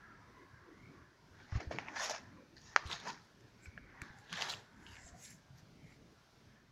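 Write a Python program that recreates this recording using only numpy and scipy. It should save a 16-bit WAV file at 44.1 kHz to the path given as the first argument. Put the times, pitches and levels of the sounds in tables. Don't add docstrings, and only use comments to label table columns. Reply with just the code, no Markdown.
import sys
import numpy as np
from scipy import signal
from scipy.fft import rfft, irfft, next_fast_len
from scipy.io import wavfile
from scipy.ndimage import uniform_filter1d, map_coordinates

SR = 44100
rng = np.random.default_rng(int(sys.argv[2]) if len(sys.argv) > 2 else 0)


def makeup_ratio(level_db):
    decades = np.asarray(level_db, float) / 20
    return 10 ** decades


def wrap_up_sound(samples):
    columns = np.atleast_2d(samples).T
    tamed = np.clip(columns, -1, 1)
    steps = np.round(tamed * 32767).astype(np.int16)
    wavfile.write(sys.argv[1], SR, steps)


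N = 295911

# time_s, breeze_db, road_db
AIR_LEVELS = [(0, -65, -61.5), (.3, -64, -64.5), (.55, -64, -65.5), (.75, -65, -68.5), (1.0, -62.5, -65.5),
              (1.12, -66.5, -69), (1.45, -62.5, -73), (2.3, -64.5, -66.5), (2.7, -64, -76),
              (3.27, -67, -70.5), (3.5, -64.5, -74), (4.0, -62.5, -65.5), (4.7, -67.5, -68),
              (4.948, -63.5, -67), (5.3, -66, -73), (5.9, -65, -74.5), (6.3, -66, -74), (6.71, -64, -71)]
# freq_hz, density_db
BREEZE_SPECTRUM = [(15, -42), (25, -6), (112, 0.5), (233, -3.5), (297, -6), (419, -9.5), (518, -13.5),
                   (600, -12), (780, -50.5), (1320, -120)]
# freq_hz, density_db
ROAD_SPECTRUM = [(350, -48), (600, -16.5), (901, -4), (1020, -1), (1200, -5.5), (1360, -0.5), (1640, -2),
                 (2190, -8), (2800, -27), (3640, -55), (6160, -120)]
# freq_hz, density_db
HISS_SPECTRUM = [(240, -30.5), (400, -10), (488, -18.5), (653, -4.5), (1100, -13), (1970, -23),
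                 (2360, -13.5), (5830, -14), (7920, -27.5), (15500, -33.5)]
# peak_s, level_db, swell_s, fade_s, centre_hz
GUST_STROKES = [(.35, -65, 0.11, 0.11, 69.6), (.43, -64, 0.16, 0.079, 337), (.55, -61.5, .12, 0.13, 98),
                (.7, -62.5, 0.16, 0.13, 348), (.87, -62, 0.096, 0.074, 129), (.92, -62, 0.16, 0.25, 289),
                (1.01, -59.5, 0.084, 0.083, 108), (1.33, -62.5, 0.064, 0.18, 100),
                (1.62, -52, 0.093, 0.11, 274), (1.75, -52.5, 0.12, 0.14, 145),
                (1.76, -52.5, 0.13, 0.13, 280), (1.88, -61, 0.09, 0.053, 89.6),
                (1.93, -57.5, 0.16, 0.14, 265), (2.25, -60, 0.1, 0.11, 110), (2.32, -64.5, 0.78, 0.35, 244),
                (2.9, -58, 0.16, 0.12, 340), (2.93, -55.5, 0.14, 0.18, 127), (3.08, -55.5, 0.09, 0.13, 184),
                (3.1, -57.5, 0.096, 0.098, 370), (3.2, -63, 0.087, 0.099, 131),
                (3.45, -65.5, .12, .15, 119), (3.5, -69.5, 0.46, 0.28, 335), (3.76, -59, 0.1, 0.096, 129.5),
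                (3.8, -60, 0.069, .1, 50), (4.03, -61, 0.044, 0.056, 301), (4.16, -58.5, 0.21, 0.12, 120.3),
                (4.33, -57, .06, 0.28, 162), (4.44, -58, 0.15, 0.12, 142), (4.55, -56.5, 0.085, 0.1, 121),
                (4.55, -60, 0.32, 0.11, 394), (4.85, -64.5, 0.11, 0.14, 234), (4.92, -59, 0.16, 0.2, 77),
                (5.15, -61.5, 0.12, 0.077, 153), (5.35, -58.5, 0.12, 0.074, 156),
                (5.55, -62.5, 0.083, 0.21, 127.5), (5.87, -61, 0.18, 0.15, 140),
                (6.13, -69.5, 0.081, 0.1, 329.4), (6.5, -69.5, 0.3, 0.27, 90.2)]
# start_s, peak_db, swing_hz, t60_s
CASE_THUDS = [(1.5238, -32.5, 91, 0.075), (1.5538, -27, 87.3, 0.095), (1.571, -27.5, 84.5, 0.056),
              (1.6715, -37.5, 73, 0.093), (2.854, -40.5, 75, 0.11), (3.668, -52, 91, 0.093),
              (3.682, -44, 91, 0.052), (4.021, -39.5, 106, 0.027), (4.103, -47, 120, 0.021),
              (5.046, -50, 67, 0.064), (5.128, -49.5, 78.4, 0.055), (5.503, -52.5, 129, 0.088),
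              (5.628, -52, 119, 0.067)]
# freq_hz, t60_s
YARD_DECAY = [(300, 0.16), (1500, 0.038), (5000, 0.065), (10000, 0.026)]
# freq_hz, gain_db
CAPSULE_RESPONSE = [(60, -34.5), (440, -1), (6800, -0.5), (7500, -18.5), (8200, -21), (15200, -37),
                    (15700, -90)]
# start_s, peak_db, ring_hz, t60_s, crack_db
PLASTIC_KNOCKS = [(1.521, -43.5, 1560, .0053, -18), (1.604, -41.5, 2080, 0.013, -11),
                  (1.6005, -38.5, 623, 0.01, -17.5), (1.709, -29.5, 612, 0.012, -25),
                  (1.75, -45, 502, 0.016, -20), (1.7849, -24, 2280, 0.0022, -21),
                  (1.7846, -29, 930, 0.003, -20), (1.8832, -31.5, 2300, 0.0031, -28),
                  (1.883, -45, 980, 0.0086, -30), (2.107, -32.5, 624, 0.023, -2),
                  (2.115, -44.5, 615, 0.0068, -12), (2.566, -48, 4620, .0036, -20),
                  (2.9129, -26, 3300, 0.0012, -22), (3.0721, -35, 970, 0.019, -17),
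                  (3.126, -52, 4700, .006, -20), (3.656, -46, 2330, .015, -25),
                  (3.775, -51, 630, 0.0071, -25), (3.776, -48.5, 2680, 0.0036, -25),
                  (4.016, -39, 2350, 0.0071, -25), (3.657, -49.5, 1550, 0.014, -11),
                  (3.775, -36.5, 1657, 0.0087, -49), (4.406, -35, 660, 0.0061, -3),
                  (4.864, -42.5, 2920, 0.0041, -19), (4.932, -50, 2680, .006, -19),
                  (4.954, -47, 2300, .003, -8), (4.966, -41, 2210, 0.0016, -16),
                  (2.573, -52, 4470, 0.0035, -10), (2.58, -49, 4420, 0.0033, -14.5),
                  (2.615, -53, 5910, .004, -1), (4.3263, -40.5, 1330, .008, -20)]
# start_s, peak_db, ring_hz,
# crack_db, spark_db
STONE_POPS = [(1.959, -43, 5970, -9, -44), (1.958, -44, 1490, -8, -45), (2.107, -38, 5600, 4, -28),
              (2.114, -36, 5800, -2, -29), (2.761, -40, 4660, -30, -18), (2.872, -41, 4020, -12, -26),
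              (2.952, -50, 6700, -3, -25), (3.036, -56, 6770, -5, -22), (3.073, -48, 6070, 1, -21),
              (3.406, -60, 2000, -1.5, -19.5), (4.3583, -37.5, 3190, -13.5, -35),
              (4.418, -33, 3000, 0, -35.5), (4.486, -39, 2980, -3, -23), (4.4986, -34, 3340, -5, -22),
              (5.222, -53, 6730, -7, -20), (5.583, -62, 4960, 3, -32), (2.096, -29, 795, -1, -28.5),
              (2.862, -46, 3000, -3, -23), (2.9, -37, 1230, -8, -32), (2.928, -27, 3630, -11.5, -37),
              (2.9795, -49, 3810, -5, -27), (2.999, -44.5, 3470, -1, -24), (3.101, -40, 3920, 1, -35),
              (4.016, -34.5, 1650, -8, -21), (4.185, -55, 1720, -1, -15), (4.294, -49, 3060, -12, -35),
              (4.3263, -32.5, 3050, -1.5, -24), (4.337, -34.5, 1870, -18, -37),
              (4.3695, -35.5, 3080, -17, -26), (4.4105, -28.5, 3200, -10, -31),
              (4.4207, -28.5, 2730, -7, -32), (4.421, -29, 4860, -10, -30), (4.495, -33, 4240, -12, -25),
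              (4.502, -30.5, 4220, -9, -31), (4.523, -38, 2744, -17, -26), (4.536, -30.5, 2896, -12, -31)]
# start_s, peak_db
SNAP_BLOWS = [
    (2.76232, -4),
    (2.7645, -24),
    (2.7748, -26),
]
# mode_hz, level_db, t60_s
SHELL_MODES = [(1480, 0, .0021), (3500, -28, .005), (4180, -18, .003), (5140, -15.5, .0025),
               (5640, -19, .004), (6160, -17.5, .0025)]
# centre_s, level_db, half_length_s, first_hz, last_hz
GLIDE_STROKES = [(0.06, -62.5, .35, 1587, 1725), (0.09, -63, 0.2, 1410, 1280),
                 (0.378, -65.5, 0.28, 980, 1090), (0.374, -69, .2, 1920, 2100),
                 (0.553, -69, 0.19, 1640, 1570), (0.677, -70, 0.41, 1055, 1190),
                 (0.834, -67.5, 0.19, 1870, 2460), (0.996, -72.5, 0.2, 1690, 1590),
                 (0.987, -66.5, 0.078, 1140, 1080), (2.274, -71.5, 0.18, 980, 1050),
                 (2.373, -61, 0.043, 1180, 1000), (2.384, -77, 0.22, 2240, 2380),
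                 (2.72, -68, .2, 1737, 1890), (3.47, -71.5, 0.093, 1750, 1700),
                 (3.673, -70, .18, 2150, 2280), (3.677, -66, 0.094, 1520, 1580),
                 (3.824, -68, .3, 2460, 2020), (3.97, -69, 0.084, 1010, 1110),
                 (4.09, -60.5, 0.12, 1490, 1670), (4.143, -80, 0.18, 2174, 1800),
                 (4.2, -71, 0.27, 1740, 1670), (4.197, -69, 0.2, 820, 815), (4.843, -68, 0.13, 1440, 1740),
                 (4.877, -69.5, 0.24, 890, 990), (4.942, -67, 0.13, 3070, 2650),
                 (5, -65.5, 0.14, 2270, 1850), (5.077, -64.5, 0.12, 780, 590), (5.142, -65, 0.11, 600, 790),
                 (5.29, -68, 0.097, 2340, 2190), (5.292, -69, 0.14, 1750, 1684),
                 (5.926, -72.5, 0.11, 2110, 2260), (2.426, -66, .09, 544, 504),
                 (2.53, -62, 0.081, 343, 326), (3.083, -54, 0.069, 441, 424),
                 (1.997, -44, 0.067, 1490, 1970), (3.642, -67, 0.032, 7300, 7900)]
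# peak_s, level_db, swell_s,
# fade_s, note_hz
HOLLOW_STROKES = [
    (3.056, -52, .012, 0.095, 980),
    (3.08, -48, 0.032, 0.049, 977),
    (3.1095, -46, 0.047, 0.0062, 970),
    (5.076, -62, 0.17, 0.057, 7340),
    (2.113, -69.5, .03, .012, 14500),
    (4.497, -71, .02, .07, 14300),
    (5.585, -81, .04, .04, 12800),
    (2.875, -72, .015, .06, 8600),
]
# peak_s, level_db, swell_s, fade_s, low_resonance_hz
SOLE_TREADS = [(1.565, -49, 0.081, 0.088, 800), (1.605, -48, 0.014, 0.065, 636),
               (1.716, -44.5, 0.011, 0.049, 610), (1.775, -54.5, 0.11, 0.023, 604),
               (1.794, -50.5, 0.016, 0.17, 810), (1.882, -51.5, 0.043, 0.12, 970),
               (1.9605, -44, .004, 0.18, 720), (2.014, -40, 0.1, 0.17, 695),
               (2.113, -44, 0.058, 0.013, 640), (2.153, -46, 0.13, 0.061, 640),
               (2.745, -60.5, 0.15, 0.045, 940), (2.772, -47, 0.016, 0.14, 1070),
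               (2.929, -45.5, 0.09, 0.078, 1100), (3.062, -47, 0.022, 0.14, 1000),
               (3.105, -47, 0.15, .014, 980), (4.03, -55, 0.12, 0.13, 1050),
               (4.326, -46, 0.008, 0.077, 1240), (4.385, -49, 0.076, 0.12, 764),
               (4.428, -44.5, 0.14, 0.16, 695), (4.5, -48, 0.13, 0.12, 760)]
# peak_s, level_db, swell_s, fade_s, high_resonance_hz
SOLE_DRAGS = [(1.406, -62, 0.13, 0.16, 1640), (1.66, -68, .05, 0.072, 1900),
              (2.57, -63.5, 0.014, 0.056, 1750), (3.2, -77, 0.13, .12, 1580),
              (3.657, -67, 0.022, 0.062, 2290), (3.93, -66, 0.15, 0.18, 1900), (4.15, -70, 0.57, 0.2, 1560),
              (4.86, -62, 0.14, 0.17, 1620), (4.95, -61.5, 0.18, 0.3, 1750), (5.3, -64.5, 0.2, 0.077, 2180),
              (5.588, -70.5, 0.094, 0.087, 1772), (5.92, -67, 0.24, 0.093, 2110),
              (6.55, -70.5, .12, 0.13, 1806)]
# peak_s, level_db, swell_s, fade_s, resonance_hz
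GRIT_CRUNCHES = [(1.565, -59, 0.087, 0.047, 4970), (1.606, -57, 0.0063, 0.08, 4760),
                 (1.716, -58, .01, 0.16, 4890), (1.792, -60.5, 0.014, 0.062, 4700),
                 (1.89, -67.5, 0.056, 0.12, 5870), (1.96, -52, .004, 0.25, 5260),
                 (2.003, -48, .05, .1, 5200), (2.04, -41, 0.083, 0.08, 5700), (2.1, -46, .025, 0.068, 5670),
                 (2.114, -52, .03, .012, 5600), (2.154, -50.5, .08, 0.053, 5460),
                 (2.772, -54.5, .012, 0.12, 4360), (2.866, -57, .015, .1, 3790),
                 (2.926, -46.5, 0.071, 0.099, 3820), (3.01, -57.5, .1, 0.062, 3680),
                 (3.084, -51, 0.074, 0.1, 5430), (4.028, -66.5, .012, 0.26, 3910),
                 (4.305, -63, 0.035, 0.046, 3080), (4.34, -50.5, .04, 0.14, 3280),
                 (4.428, -45.5, 0.13, 0.12, 3720), (4.5, -44, 0.032, 0.084, 3960),
                 (4.6, -66, .1, 0.12, 3720)]
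# peak_s, level_db, swell_s, fade_s, resonance_hz
GRIT_SWEEPS = [(1.43, -69, .1, 0.12, 3980), (2.568, -65, .012, 0.12, 4700), (2.67, -62, 0.088, 0.2, 5740),
               (3.2, -75, .1, 0.39, 4740), (3.66, -70.5, .04, 0.086, 5100), (4.19, -77, 0.16, .2, 4500),
               (4.868, -61.5, 0.007, 0.12, 2700), (4.96, -72, 0.12, 0.085, 3010),
               (4.93, -69.5, 0.18, .35, 6500), (5.092, -63.5, 0.18, 0.036, 7260),
               (5.252, -57.5, 0.11, 0.1, 7160), (5.308, -64, 0.039, 0.093, 6680),
               (5.588, -68, 0.041, 0.05, 4850), (5.93, -75, 0.1, 0.13, 4610)]
# peak_s, level_db, swell_s, fade_s
DUST_PUFFS = [(1.73, -72, .03, .015), (2.003, -64, 0.061, .1), (2.045, -54, 0.06, 0.059),
              (2.098, -68, .02, 0.12), (2.772, -80, .012, .06), (2.926, -63, 0.077, 0.045),
              (3.084, -70, 0.063, .06), (3.252, -80, 0.057, 0.022), (3.65, -70, 0.05, 0.027),
              (4.028, -78, .012, 0.1), (4.192, -73, .045, 0.073), (4.325, -72, 0.0091, .15),
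              (4.428, -61.5, 0.12, 0.11), (4.5, -56, 0.036, 0.093), (4.87, -76.5, 0.12, .06),
              (4.93, -72, 0.22, 0.11), (5.08, -74, 0.28, .06), (5.252, -56, 0.088, 0.059),
              (5.308, -60, 0.036, 0.072), (5.588, -80.5, .04, 0.058), (5.93, -79.5, 0.22, 0.094)]
# freq_hz, density_db
DUST_SPECTRUM = [(4410, -23.5), (7500, 2), (8000, -8.5), (8900, -16), (11000, -8), (13100, -22.5),
                 (15500, -22.5)]

SOLE_LOW_HZ, SOLE_HIGH_HZ = 790, 1750
KNOCK_SPARK_DB, POP_T60_S = -56, 0.0039
STROKE_DB, STROKE_CURL = 20, 1.11


def unit(x):
    return x / np.sqrt(np.mean(np.abs(x) ** 2) + 1e-20)


def along(points, hz):
    f, v = np.transpose(points)
    return np.interp(np.log(hz + 1), np.log(f + 1), v)


def wobble(rate_hz):
    knots = rng.standard_normal(int(N * rate_hz / SR) + 4)
    return map_coordinates(knots, [np.arange(N) * rate_hz / SR])


def filtered(x, response):
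    m = next_fast_len(N + SR // 2)
    return irfft(rfft(x, m) * response(np.fft.rfftfreq(m, 1 / SR)), m)[:N]


def patches(shape, bins, frames, patchy_db):
    rough = uniform_filter1d(rng.standard_normal(shape), bins, 0)
    return makeup_ratio(patchy_db * unit(uniform_filter1d(rough, frames, 1)))


def rush(spectrum, patchy_db):
    z = signal.stft(rng.standard_normal(N), SR, nperseg=1024)[2]
    z = z * patches(z.shape, bins=5, frames=12, patchy_db=patchy_db)
    x = signal.istft(z, nperseg=1024)[1][:N]
    return unit(filtered(x, lambda hz: makeup_ratio(along(spectrum, hz))))


def add(track, start_s, sound):
    part = track[round(start_s * SR):][:len(sound)]
    part += sound[:len(part)]


def ring(hz, t60_s, rise_cycles, t, order=1):
    rise = (1 - np.exp(-t * hz / rise_cycles)) ** order
    x = np.sin(2 * np.pi * hz * t) * makeup_ratio(-60 * t / t60_s) * rise
    return x / np.abs(x).max()


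def hump(hz, centre_hz, octaves, db):
    return makeup_ratio(db) / (1 + (np.log2(hz / centre_hz) / octaves) ** 2)


def strokes(rows, t):
    peak_s, level_db, swell_s, fade_s = np.array(rows).T[:4, :, None]
    away = np.maximum((peak_s - t) / swell_s, (t - peak_s) / fade_s)
    return makeup_ratio(level_db - STROKE_DB * away ** STROKE_CURL) + 1e-9


def together(gains):
    return np.sqrt(np.sum(gains ** 2, axis=0))


def sliding(gains_of, notes_of, octaves, size):
    overlap = size * 3 // 4
    hz, t, z = signal.stft(rng.standard_normal(N), SR, nperseg=size, noverlap=overlap)
    hz = hz[:, None] + 1
    power = np.zeros(z.shape)
    for gain, note_hz in zip(gains_of(t), notes_of(t)):
        near = gain > 1e-6
        shape = hump(hz, note_hz[near], octaves, 0) ** 4
        power[:, near] += shape / shape.mean(0) * gain[near] ** 2
    broken = patches(z.shape, bins=4, frames=6, patchy_db=2.5)
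    return signal.istft(z * np.sqrt(power) * broken, SR, nperseg=size, noverlap=overlap)[1][:N]


def garden():
    time_s, breeze_db, road_db = np.transpose(AIR_LEVELS)
    t = np.arange(N) / SR
    breeze_gain = makeup_ratio(np.interp(t, time_s, breeze_db) - 1.5 + 1.2 * wobble(8.1))
    road_gain = makeup_ratio(np.interp(t, time_s, road_db) - 1.5 + 1.3 * wobble(6))
    hiss_gain = makeup_ratio(-73 + wobble(5.4))
    breeze = breeze_gain * rush(BREEZE_SPECTRUM, patchy_db=2.5)
    road = road_gain * rush(ROAD_SPECTRUM, patchy_db=2.2)
    return breeze + road + hiss_gain * rush(HISS_SPECTRUM, patchy_db=1.2)


def gusts():
    def centres_of(t):
        return [row[4] + 0 * t for row in GUST_STROKES]
    return sliding(lambda t: strokes(GUST_STROKES, t), centres_of, octaves=.7, size=2048)


def thuds():
    out, t = np.zeros(N), np.arange(SR // 5) / SR
    for start_s, peak_db, hz, t60_s in CASE_THUDS:
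        add(out, start_s, makeup_ratio(peak_db) * ring(hz, t60_s, 0.19, t))
    return out


def glides():
    rows = [(s, db, half_s, half_s) for s, db, half_s, *_ in GLIDE_STROKES]

    def notes_of(t):
        return [np.interp(t, [s - half_s, s + half_s], [first_hz, last_hz])
                for s, _, half_s, first_hz, last_hz in GLIDE_STROKES]
    return sliding(lambda t: strokes(rows, t), notes_of, octaves=.12, size=1024)


def hollows():
    out = np.zeros(N)
    for row, gain in zip(HOLLOW_STROKES, strokes(HOLLOW_STROKES, np.arange(N) / SR)):
        noise = rng.standard_normal(N)
        out += gain * unit(filtered(noise, lambda hz: hump(hz + 1, row[4], .15, 0) ** 2))
    return out


def yard(x):
    hz, t, z = signal.stft(rng.standard_normal(SR // 3), SR, nperseg=256)
    decay = makeup_ratio(-60 * t / along(YARD_DECAY, hz)[:, None])
    tail = signal.istft(z * decay, SR, nperseg=256)[1]
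    return signal.fftconvolve(np.pad(x, (70, 0)), tail / np.linalg.norm(tail))[:N]


def ticks():
    out, sparks, t = np.zeros(N), np.zeros(N), np.arange(SR // 20) / SR
    contacts = [(s, db, hz, crack_db, KNOCK_SPARK_DB, t60_s) for s, db, hz, t60_s, crack_db in PLASTIC_KNOCKS]
    contacts += [(*row, POP_T60_S) for row in STONE_POPS]
    for start_s, peak_db, hz, crack_db, spark_db, t60_s in contacts:
        crack, spark = rng.standard_normal((2, len(t))) * makeup_ratio(-60 * t / 0.0099)
        crack = signal.lfilter([1, -.8], [1], crack)
        swing = rng.choice([-1, 1]) * ring(hz, t60_s, 1.37, t, order=2)
        add(out, start_s + .0014, makeup_ratio(peak_db) * (swing + makeup_ratio(crack_db + 5.5) * crack))
        add(sparks, start_s + .0026, makeup_ratio(peak_db + spark_db + 11) * spark * makeup_ratio(-60 * t / .02))
    return out, filtered(sparks, lambda hz: makeup_ratio(along(DUST_SPECTRUM, hz) + 9.5))


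def snap():
    out, t = np.zeros(N), np.arange(SR // 20) / SR
    release = np.minimum(t / .0005, 1)
    modes = sum(makeup_ratio(db) * ring(hz, t60_s, 3.5, t) for hz, db, t60_s in SHELL_MODES)
    blow = -release * modes
    blow = blow / np.abs(blow).max()
    for start_s, peak_db in SNAP_BLOWS:
        add(out, start_s, makeup_ratio(peak_db) * blow)
    return out


def crunch(grains_per_s, spread_db, rub):
    hit, size = rng.random((2, N))
    grains = (hit < grains_per_s / SR) * makeup_ratio(spread_db * size ** 3)
    flutter = signal.lfilter([1], [1, -np.exp(-1 / (0.0008 * SR))], grains)
    return unit((rub + unit(flutter)) * rng.standard_normal(N))


def lead(gains, values):
    return np.array(values) @ gains ** 2 / np.sum(gains ** 2, axis=0)


def band(hz, low_hz, high_hz):
    return 1 / np.sqrt((1 + (low_hz / hz) ** 12) * (1 + (hz / high_hz) ** 8))


def resonance_lift_db(gains):
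    return np.clip(-.45 * (20 * np.log10(together(gains)) + 40), 3, 13)


def scuffs():
    layers = [crunch(500, spread_db=9, rub=2.0),
              crunch(700, spread_db=11, rub=1.9),
              crunch(340, spread_db=7.5, rub=2.4)]
    hz, t, z = signal.stft(np.array(layers), SR, nperseg=512, noverlap=416)
    hz = hz[:, None] + 1
    grit_rows = GRIT_CRUNCHES + GRIT_SWEEPS
    sole = strokes(SOLE_TREADS + SOLE_DRAGS, t)
    grit = strokes(grit_rows, t)
    dust = strokes(DUST_PUFFS, t)
    treads, drags = len(SOLE_TREADS), len(SOLE_DRAGS)
    low_hz = lead(sole, [r[4] for r in SOLE_TREADS] + [SOLE_LOW_HZ] * drags)
    high_hz = lead(sole, [SOLE_HIGH_HZ] * treads + [r[4] for r in SOLE_DRAGS])
    grit_hz = lead(grit, [r[4] for r in grit_rows])
    drag = lead(sole, [0] * treads + [1] * drags)
    sole_lift_db, grit_lift_db = resonance_lift_db(sole), resonance_lift_db(grit)

    low_hump = hump(hz, low_hz, 0.27, sole_lift_db + 1.5 - 10 * drag)
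    high_hump = hump(hz, high_hz, 0.2 - 0.027 * drag, sole_lift_db - 1.5 + 7 * drag)
    sole_shape = band(hz, 510, 2500) * (1 + low_hump + high_hump)
    grit_shape = band(hz, 2400, 8100) * makeup_ratio(along(CAPSULE_RESPONSE, hz))
    grit_shape = grit_shape * (1 + hump(hz, grit_hz, 0.36, grit_lift_db + .1))
    dust_shape = makeup_ratio(along(DUST_SPECTRUM, hz)) + 0 * t

    out, now = np.zeros(N), np.arange(N) / SR
    for noise, shape, gains in zip(z, (sole_shape, grit_shape, dust_shape), (sole, grit, dust)):
        shape = shape * patches(shape.shape, bins=2, frames=22, patchy_db=3.2)
        shape = shape / np.sqrt(np.mean(shape ** 2, axis=0))
        layer = signal.istft(noise * shape, SR, nperseg=512, noverlap=416)[1][:N]
        out += layer * np.interp(now, t, together(gains))
    return out


def scene():
    background = garden() + gusts() + thuds()
    small, sparks = ticks()
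    big = snap()
    hard = small + big + makeup_ratio(-11) * yard(small) + makeup_ratio(-17.5) * yard(big)
    hard = filtered(hard, lambda hz: makeup_ratio(along(CAPSULE_RESPONSE, hz)))
    return (background + glides() + hollows() + hard + sparks + scuffs())[None]


def low_pass(x):
    return signal.sosfilt(signal.butter(12, 15690, fs=SR, output="sos"), x)


def record(dry):
    return low_pass(dry)


dry = scene()
out = record(dry)
wrap_up_sound(out)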